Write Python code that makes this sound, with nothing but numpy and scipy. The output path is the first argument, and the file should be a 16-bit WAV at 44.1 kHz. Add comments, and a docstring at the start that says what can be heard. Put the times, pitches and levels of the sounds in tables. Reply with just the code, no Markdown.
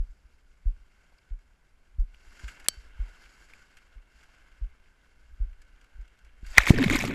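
"""Surf hisses and rumbles through a sealed plastic camera housing carried by a wader in shallow water.
Foam is random clicks through the shell's resonances; each step swings the air sealed in the case.
Spray is short noise bursts, drips are gliding bubble tones, and a big drop rings the lens cover's modes.
At the end a wave slaps the housing, overloads the microphone and closes over the case: slaps are short
cavity tones, shoves smooth pressure pulses, and the water crackling and gurgling bubbles."""
import sys
import numpy as np
from scipy import signal
from scipy.fft import rfft, irfft, next_fast_len
from scipy.io import wavfile

SR = 44100
rng = np.random.default_rng(int(sys.argv[2]) if len(sys.argv) > 2 else 0)


def wrap_up_sound(samples):
    """Save the sound to the file named by the first command line argument, as 16-bit audio."""
    columns = np.atleast_2d(samples).T
    # keep every value between -1 and 1, then stretch to whole-number steps
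    tamed = np.clip(columns, -1, 1)
    steps = np.round(tamed * 32767).astype(np.int16)
    wavfile.write(sys.argv[1], SR, steps)


N = 314874

# Foam round the case, before patter: time_s, wash_level_db, fizz_level_db
FOAM_LEVELS = [(0.0, -76, -81.5), (0.7, -74.5, -83.5), (1.05, -69.5, -81.5), (1.4, -75, -84.5),
               (2.07, -74.5, -86), (2.2, -68, -76), (2.32, -62, -70), (2.47, -54.5, -60.5),
               (2.6, -58.5, -73), (2.8, -61.5, -65), (2.92, -63, -87), (3.07, -59, -71.5),
               (3.27, -62, -68.5), (3.85, -65, -77.5), (4.03, -71, -89), (4.16, -65.5, -72),
               (4.43, -65, -79), (4.75, -70, -85), (5.17, -70.5, -80.5), (5.5, -71, -86), (5.9, -68, -83),
               (6.36, -69, -87), (6.47, -66, -68), (6.53, -53, -55)]
# Shell resonances fed by wash: pitch_hz, width_hz (of one pass), relative_level_db
WASH_MODES = [(1509, 373, 1), (2140, 330, -1.5), (2746, 250, -5), (3120, 230, -9.5)]
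# Shell resonances fed by fizz: pitch_hz, width_hz (of one pass), relative_level_db
FIZZ_MODES = [(4750, 1300, 0), (5600, 900, -5), (6950, 1000, 0), (7730, 500, -3), (10800, 2400, -11)]
# Broad part of the wash through the shell: frequency_hz, gain_db
SHELL_LEAK = [(300, -7), (700, -8.5), (1200, -11), (3000, -15), (6000, -21.5), (9000, -28), (13000, -34),
              (15500, -60.5)]
# Spectrum shape of the microphone's own noise: frequency_hz, relative_density_db (per Hz)
MIC_NOISE = [(53, -34.5), (90, 0.5), (625, -11.5), (1480, -12.5), (1880, -19.5), (2090, -13.5), (2480, -17),
             (2760, -22.5), (11700, -30), (15500, -53.5)]
# Spectrum shape of rumble and slosh: frequency_hz, relative_density_db (per Hz)
RUMBLE = [(10, 2), (22, 8.5), (45, 3), (70, -3.5), (100, -33), (200, -45.5), (400, -61.5)]
# Wading steps and bumps of water: start_s, swell_peak_db, final_pitch_hz
STEPS = [(-.022, -18.5, 34.15), (0.655, -16.5, 33), (1.306, -27, 31.7), (1.983, -16.5, 33),
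         (2.4325, -32.5, 46), (2.766, -40, 43.9), (2.991, -23, 38.2), (3.954, -39, 35.23),
         (4.612, -24, 36.4), (5.399, -20, 34.4), (5.444, -36.5, 41.7), (5.983, -36, 38.5),
         (6.422, -33.5, 35.94), (6.583, -26.5, 44.8)]
# Water pushing the wading body about: time_s, rumble_level_db (before shakes and drift)
SWAY = [(0.0, -59), (0.31, -59.5), (0.6, -62), (1.7, -66), (1.96, -58.5), (2.95, -51.5), (3.33, -65),
        (4.54, -55), (5.07, -61), (5.49, -50), (5.76, -59.5), (6.5, -50)]
# Spray on the case, before the shell: start_s, strike_level_db, brightness_db
SPRAY = [(1.1844, -50, -4), (1.9952, -49.5, 14), (2.3894, -41.5, 4), (2.476, -36, 3.5), (2.5635, -43, -16),
         (2.5938, -42.5, 8), (2.6399, -43, 6), (3.2345, -44, -1), (3.254, -43.5, -0.5), (3.4945, -44, -4),
         (3.5349, -54, -3.5), (3.7658, -43, 7), (3.7797, -45, 1), (4.2281, -46, 6), (5.5254, -47, 0.5),
         (5.6141, -46.5, 9.5), (5.8087, -47, 6), (5.8397, -47.5, 5.5), (6.009, -49, 6), (6.0743, -48, 5.5),
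         (6.1855, -49.5, 10.5), (6.2444, -46.5, 5), (6.4425, -42.5, -7.5), (6.4602, -41, 10)]
# Drips plopping nearby: start_s, peak_db, first_pitch_hz, last_pitch_hz, length_ms
DRIPS = [(1.115, -62.5, 630, 726, 21.4), (1.18, -62, 4600, 4880, 12), (2.142, -51, 2370, 2954, 8.4),
         (2.646, -52, 890, 1308, 11.8), (2.656, -43, 1470, 2590, 14), (3.534, -41.5, 1970, 2650, 6.16)]
# Shoves of water against the case, before the vent: centre_s, peak_db, width_ms (standard deviation)
SHOVES = [(2.4383, -39, 0.88), (6.431, -39, 0.85), (6.586, -9, 3), (6.7067, 6, 0.81)]
# Lens cover modes, broad ones for the crack and thin ones ringing on: pitch_hz, level_db, t60_s
COVER_MODES = [(170, -38, .03), (330, -33, .015), (600, -26, .012), (1250, -26, .012), (1700, -26, .012),
               (2260, -24, .015), (3216, -17, .012), (4400, -11, .011), (5620, -16, .012), (6250, -19, .01),
               (7750, -11, .01), (9110, -8, .008), (11100, -10, .005), (13000, -22, .005), (3079, -52, .3),
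               (4054, -56, .17), (4554, -44, .22), (4931, -42, .07), (5491, -59, .22), (5809, -58, .16),
               (6481, -50, .11), (7730, -52, .13)]
# Water tumbling over the case, before clumping: time_s, crackle_db, bright_crackle_db, slosh_db
UNDER_LEVELS = [(6.45, -70, -71.5, -45), (6.53, -53.5, -58.5, -41), (6.57, -40, -56, -47),
                (6.59, -28.5, -45.5, -43), (6.65, -40, -50.5, -35), (6.69, -29, -28.5, -43),
                (6.73, -42.5, -53.5, -44), (6.77, -35, -57, -28), (6.83, -34.5, -48, -45),
                (6.89, -35.5, -46, -34), (6.95, -30.5, -37.5, -23.5), (7.03, -38.5, -45.5, -43),
                (7.06, -36, -42, -36), (7.14, -43.5, -62, -48)]
# Spectrum shape given to the crackle: frequency_hz, relative_gain_db
CRACKLE = [(290, -39), (500, -9.5), (620, -14.5), (954, -13.5), (1990, -3), (2290, -0.5), (3010, -12),
           (3630, -12), (4980, -18.5), (7230, -13.5), (10200, -24), (11400, -20), (15500, -29)]
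# Water slapping the microphone cavity: start_s, tone_level_db, pitch_hz, hold_ms (before decay)
SLAPS = [(6.5748, -14.5, 2150, 3.7), (6.581, 7.5, 2075, 2.08), (6.581, -6.5, 933, 1.7),
         (6.5868, -14, 1454, 1.9), (6.634, -24.5, 2196, 2.6), (6.657, -25, 2090, 1.1),
         (6.668, -16, 2230, 1.3), (6.6722, -17, 2230, 0.9), (6.674, -15, 1130, 0.6),
         (6.684, -24.5, 2500, 1.3), (6.696, -19, 2280, 2.1), (6.785, -20, 1830, 2.1),
         (6.84, -20.5, 2226, 5.1), (6.899, -14.5, 2102, 1.5), (6.908, -19, 1590, 1.4),
         (6.932, -24, 2220, 3.5), (7.004, -21, 2270, 2.2), (7.01, -21, 2425, 1.3), (7.039, -19, 804, 1)]
# Big air pockets gurgling: start_s, length_s, first_pitch_hz, last_pitch_hz, peak_db
GURGLES = [(6.71, 0.0433, 197, 186.4, -33), (6.789, 0.0553, 290, 235, -16), (6.857, 0.018, 224.5, 141, -14),
           (6.903, 0.026, 225, 322, -19), (6.945, 0.0194, 259, 293, -18), (7.033, 0.0214, 136, 129, -44),
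           (7.07, 0.044, 285, 259, -29)]

MIC_NOISE_DB = -73.5
COVERED_S, DROP_S = 7.1, 2.6848   # the wave has closed over the case; the big drop lands
STEP_MS, STEP_TAIL_DB, STEP_TAIL_S = 10.1, -14, .05   # swell time constant; a weaker swing lingers
KNOCK_DB, KNOCK_FOLLOWS = -54, 0.46   # level for a 0 dB step; knock dB per step dB
# The body shakes around each step: level relative to the step, decay after it, growth before it
AFTERSHAKE_DB, AFTERSHAKE_S, LEG_SWING_S = -27, 0.044, 0.041
SPATTER_MS, SPATTER_GROWS = 3.3, 0.83   # decay time at -50 dB; dB of decay time per dB of level
STRAY_PER_S, STRAY_DB = 3.3, -54   # faint stray drops; lowest strike level
# Large bubbles begin once the case is under
CHURN_S, CHURN_RISE_S, CHURN_DB, CHURN_FADE_DB_PER_S = 6.67, 0.057, -28, 14.5
SLAP_DIES_MS = 1.13
CUTOFF_HZ = 15600


def from_db(db):
    """Level law: twenty decibels are a factor of ten in amplitude."""
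    return 10 ** (np.asarray(db) / 20)


def rms_one(x):
    """Normalisation: dividing by the root mean square gives unit level."""
    return x / np.sqrt(np.mean(x ** 2) + 1e-20)


def in_time(rows):
    """Linear interpolation: each column of a time table is evaluated at every sample."""
    s, *columns = np.transpose(rows)
    return [np.interp(np.arange(N) / SR, s, column) for column in columns]


def filtered(x, order, edge_hz, kind):
    """Butterworth filtering: the pass band is maximally flat."""
    return signal.sosfilt(signal.butter(order, edge_hz, kind, fs=SR, output="sos"), x)


def colour(x, spectrum):
    """Spectral shaping: each Fourier component is scaled by a gain read on a log-frequency axis."""
    size = next_fast_len(len(x))
    hz, db = np.transpose(spectrum)
    log_bins = np.log(np.arange(size // 2 + 1) * SR / size + 1)
    gain = from_db(np.interp(log_bins, np.log(hz), db))
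    return irfft(rfft(x, size) * gain, size)[:len(x)]


def drift(rate_hz):
    """Slow random fluctuation: a double pole smooths white noise, scaled to unit spread."""
    hold = 40   # samples between the slow values
    r = np.exp(-2 * np.pi * rate_hz * hold / SR)
    noise = rng.standard_normal(N // hold + 2002)
    slow = signal.lfilter([1], [1, -2 * r, r * r], noise)[2000:]   # settled part
    return np.interp(np.arange(N) / hold, np.arange(len(slow)), rms_one(slow))


def resonate(x, hz, width_hz):
    """Damped resonance: a pole pair whose radius sets the width, with about unit gain at its peak."""
    r = np.exp(-np.pi * width_hz / SR)
    zeros = np.array([1, 0, -1]) * (1 - r * r) / 2
    return signal.lfilter(zeros, [1, -2 * r * np.cos(2 * np.pi * hz / SR), r * r], x)


def resonances(x, modes):
    """Modal superposition: parallel resonances add, each applied twice for dark valleys between."""
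    return sum(from_db(db) * resonate(resonate(x, hz, width_hz), hz, width_hz)
               for hz, width_hz, db in modes)


def patchy_shell(x, modes, patchy_db):
    """Incoherent excitation: each resonance takes another stretch of foam and flickers on its own."""
    return sum(resonances(np.roll(x, 1009 * k), [mode]) * from_db(patchy_db * drift(10))
               for k, mode in enumerate(modes))


def grains(per_s, spread_db):
    """Random arrivals: independent clicks of uneven size and either sign."""
    sizes = from_db(spread_db * np.minimum(rng.exponential(1, N), 4)) * rng.choice([-1, 1], N)
    return sizes * (rng.random(N) < per_s / SR) + 1e-18


def bubbles(per_s, low_hz, high_hz, cycles, spread_db):
    """Bubble resonance: each swells and dies in a few cycles at one of 18 pitches; the sum has rms 1."""
    born = grains(per_s, spread_db)
    dealt = rng.integers(0, 18, N)   # which pitch a bubble gets
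    total = np.zeros(N)
    for k, hz in enumerate(np.geomspace(low_hz, high_hz, 18)):
        own = born * (dealt == k) + 1e-18
        total += resonances(own, [(hz, 3.3 * hz / cycles, 0)]) / np.sqrt(hz)
    return rms_one(total)


def add(out, s, x):
    """Superposition: x is summed into out from time s, cut to what fits."""
    at = round(s * SR)
    x = x[max(-at, 0):N - at]
    out[max(at, 0):max(at, 0) + len(x)] += x


def microphone_hiss():
    """Self-noise: steady random noise has the microphone's own spectrum."""
    return from_db(MIC_NOISE_DB) * rms_one(colour(rng.standard_normal(N), MIC_NOISE))


def shaking():
    """Addition of powers: the push of the water and a shake around each step set the rumble gain."""
    power, t = from_db(2 * in_time(SWAY)[0]), np.arange(N) / SR
    for s, db, hz in STEPS:
        since = t - s - 2 / hz   # the shake peaks two periods into the step
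        fall_s = np.where(since > 0, AFTERSHAKE_S, LEG_SWING_S)
        power = power + from_db(2 * (db + AFTERSHAKE_DB)) * np.exp(-np.abs(since) / fall_s)
    return np.sqrt(power)


def body_rumble():
    """Structure-borne sound: low noise follows the shaking of the wading body."""
    noise = rms_one(colour(rng.standard_normal(N), RUMBLE))
    return noise * shaking() * from_db(3.15 * drift(10))


def surf():
    """Resonant transmission: bursting foam excites the shell; it and the rumble stop once covered."""
    wash_db, fizz_db = in_time(FOAM_LEVELS)
    above = np.clip((COVERED_S - np.arange(N) / SR) / 0.015, 0, 1)
    patter_db = 1.3 * drift(25)

    foam = grains(9000, spread_db=4.5)
    wash = rms_one(patchy_shell(foam, WASH_MODES, patchy_db=0.5) + colour(foam, SHELL_LEAK))
    trickles = bubbles(500, 900, 3300, cycles=14.0, spread_db=2.5)   # near the case
    wash = wash + from_db(-8) * trickles

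    spume = grains(9000, spread_db=4.5)
    broad_fizz = resonances(spume, [(5039, 4500, 0.0001)])
    fizz = rms_one(patchy_shell(spume, FIZZ_MODES, patchy_db=1.0) + from_db(-10.5) * broad_fizz)

    hiss = wash * from_db(wash_db + patter_db) + fizz * from_db(fizz_db + 1.4 * patter_db)
    return above * (hiss + body_rumble())


def steps():
    """Enclosed-air oscillation: a step starts a dip and dying swings of sagging pitch, with a dull knock."""
    out, t = np.zeros(N), np.arange(SR // 4) / SR
    rise = t * 500 / STEP_MS   # 1 at the swell's peak, two time constants in
    swell = rise ** 2 * np.exp(2 - 2 * rise)
    end_fade = np.hanning(2 * len(t))[len(t):]
    tail = np.minimum(rise, 1) ** 2 * np.exp(-t / STEP_TAIL_S) * end_fade
    swell = swell + from_db(STEP_TAIL_DB) * tail
    for s, db, hz in STEPS:
        turns = hz * (t + 0.0081 * (1 - np.exp(-t / 0.012)))   # starts sharp, settles at hz
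        thump = from_db(db) * swell * np.sin(2 * np.pi * turns)
        knock = rms_one(filtered(rng.standard_normal(len(t)), 2, [80, 380], "band"))
        knock = knock * (t / .012) * np.exp(1 - t / .012)
        add(out, s, from_db(KNOCK_DB + KNOCK_FOLLOWS * db) * knock - thump)
    return out


def spray():
    """Impact excitation: short noisy spatters ring the shell, stronger ones lasting longer."""
    dull, bright, t = np.zeros(N), np.zeros(N), np.arange(SR // 20) / SR
    chance = rng.random((round(STRAY_PER_S * COVERED_S), 3))
    stray = chance * [COVERED_S, 5, 10] + [0, STRAY_DB, -4]   # same columns as SPRAY
    for s, db, bright_db in [*SPRAY, *stray]:
        decay_ms = max(SPATTER_MS * from_db(SPATTER_GROWS * (db + 50)), .3)
        envelope = np.minimum(t / .005, 1) ** 2 * np.exp(-t * 1000 / decay_ms)
        tick = from_db(db) * rng.standard_normal(len(t)) * envelope
        add(dull, s, tick)
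        add(bright, s, tick * from_db(bright_db))
    dull = filtered(dull + 1e-18, 1, 3000, "high")
    dull_ring = from_db(19.5) * resonances(dull, WASH_MODES)
    return dull_ring + from_db(-4.0) * resonances(bright + 1e-18, FIZZ_MODES)


def drips():
    """Trapped-bubble resonance: pitch rises unsteadily as the bubble nears the surface."""
    out = np.zeros(N)
    for s, db, first_hz, last_hz, ms in DRIPS:
        size = round(ms * SR / 1000)
        glide = 2 * np.pi * np.linspace(first_hz, last_hz, size) / SR
        phase = np.cumsum(glide + 0.21 * rng.standard_normal(size))
        add(out, s, from_db(db) * np.hanning(size) * np.sin(phase))
    return out


def shoves():
    """Pressure equalisation: a smooth inward push rebounds through the vent, a high-pass filter."""
    push, t = np.zeros(N), np.arange(-300, 301) / SR
    for s, db, ms in SHOVES:
        add(push, s + t[0], -from_db(db) * np.exp(-.5 * (t * 1000 / ms) ** 2))
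    return filtered(push + 1e-18, 1, 75, "high")


def big_drop():
    """Modal impact: one blow strikes every lens cover mode, signs alternating, and a short splash."""
    out, t = np.zeros(N), np.arange(SR // 3) / SR
    ring = np.zeros(len(t))
    for k, (hz, db, t60) in enumerate(COVER_MODES):
        ring += (-1) ** k * from_db(db - 60 * t / t60) * np.sin(2 * np.pi * hz * t)
    splash = filtered(rng.standard_normal(len(t)), 2, [3000, 12000], "band")
    splash = splash * (from_db(-8) * np.exp(-t / .0009) + from_db(-33) * np.exp(-t / .004))
    add(out, DROP_S, np.minimum(t / 0.0003023, 1) * (ring + splash))
    return out


def plunge():
    """Bubble-swarm radiation: small bubbles and clicks crackle over low slosh and large-bubble churn."""
    crackle_db, bright_db, slosh_db = in_time(UNDER_LEVELS)
    t = np.arange(N) / SR
    wet = np.clip((t - 6.42) / 0.026, 0, 1)
    clumps_db = 2.5 * drift(70) + 1.5 * drift(18)

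    swarm = bubbles(2200, 576.0, 14130, cycles=18.6, spread_db=2.0)
    clicks = rms_one(grains(6000, spread_db=5.5))
    pops = bubbles(200, 3500, 13500, cycles=20.0, spread_db=4.0)   # lone and bright
    crackle = colour(swarm + from_db(-3.0) * clicks + from_db(-2) * pops, CRACKLE)
    dull = rms_one(filtered(crackle, 4, 3600, "low"))
    bright = rms_one(filtered(crackle, 4, 3600, "high"))
    fine = (dull * from_db(crackle_db) + bright * from_db(bright_db)) * from_db(clumps_db)

    slosh = rms_one(colour(rng.standard_normal(N), RUMBLE)) * from_db(slosh_db)
    under_s = t - CHURN_S
    churn_gain = np.clip(under_s / CHURN_RISE_S, 0, 1) * from_db(CHURN_DB - CHURN_FADE_DB_PER_S * under_s)
    churn = bubbles(350, 90, 430, cycles=11.0, spread_db=3.0) * churn_gain
    return wet * (fine + slosh + churn)


def slaps():
    """Cavity resonance: a slap rings the microphone cavity unevenly, with a quick spit of noise."""
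    out, t = np.zeros(N), np.arange(SR // 30) / SR
    for s, db, hz, hold_ms in SLAPS:
        decay = np.exp(-np.maximum(t * 1000 - hold_ms, 0) / SLAP_DIES_MS)
        burst = np.minimum(t / 0.00033, 1) * decay
        wobble = np.cumsum(rng.standard_normal(len(t))) * 0.16   # random walk of phase
        soft_noise = signal.lfilter([.09], [1, -1.4, .49], rng.standard_normal(len(t)))
        spit = .6 * soft_noise * np.exp(-t / .002)
        add(out, s, from_db(db) * burst * (np.sin(2 * np.pi * hz * t + wobble) + spit))
    return out


def gurgles():
    """Volume-dependent resonance: air pockets sing a few cycles, gliding as their size changes."""
    out = np.zeros(N)
    for s, length_s, first_hz, last_hz, db in GURGLES:
        size = round(length_s * SR)
        phase = 2 * np.pi * np.cumsum(np.linspace(first_hz, last_hz, size)) / SR
        add(out, s, from_db(db) * np.hanning(size) ** .7 * np.sin(phase))
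    return out


def scene():
    """Linear superposition: all pressures add at one microphone."""
    above = microphone_hiss() + surf() + steps() + spray() + drips() + shoves() + big_drop()
    return (above + plunge() + slaps() + gurgles())[None]


def record(dry):
    """Overload: the input clips hard just below full scale, then a steep low-pass cuts the top."""
    low_pass = signal.cheby2(12, 60, CUTOFF_HZ, fs=SR, output="sos")
    return signal.sosfilt(low_pass, np.clip(dry, -.98, .98))


dry = scene()
out = record(dry)
wrap_up_sound(out)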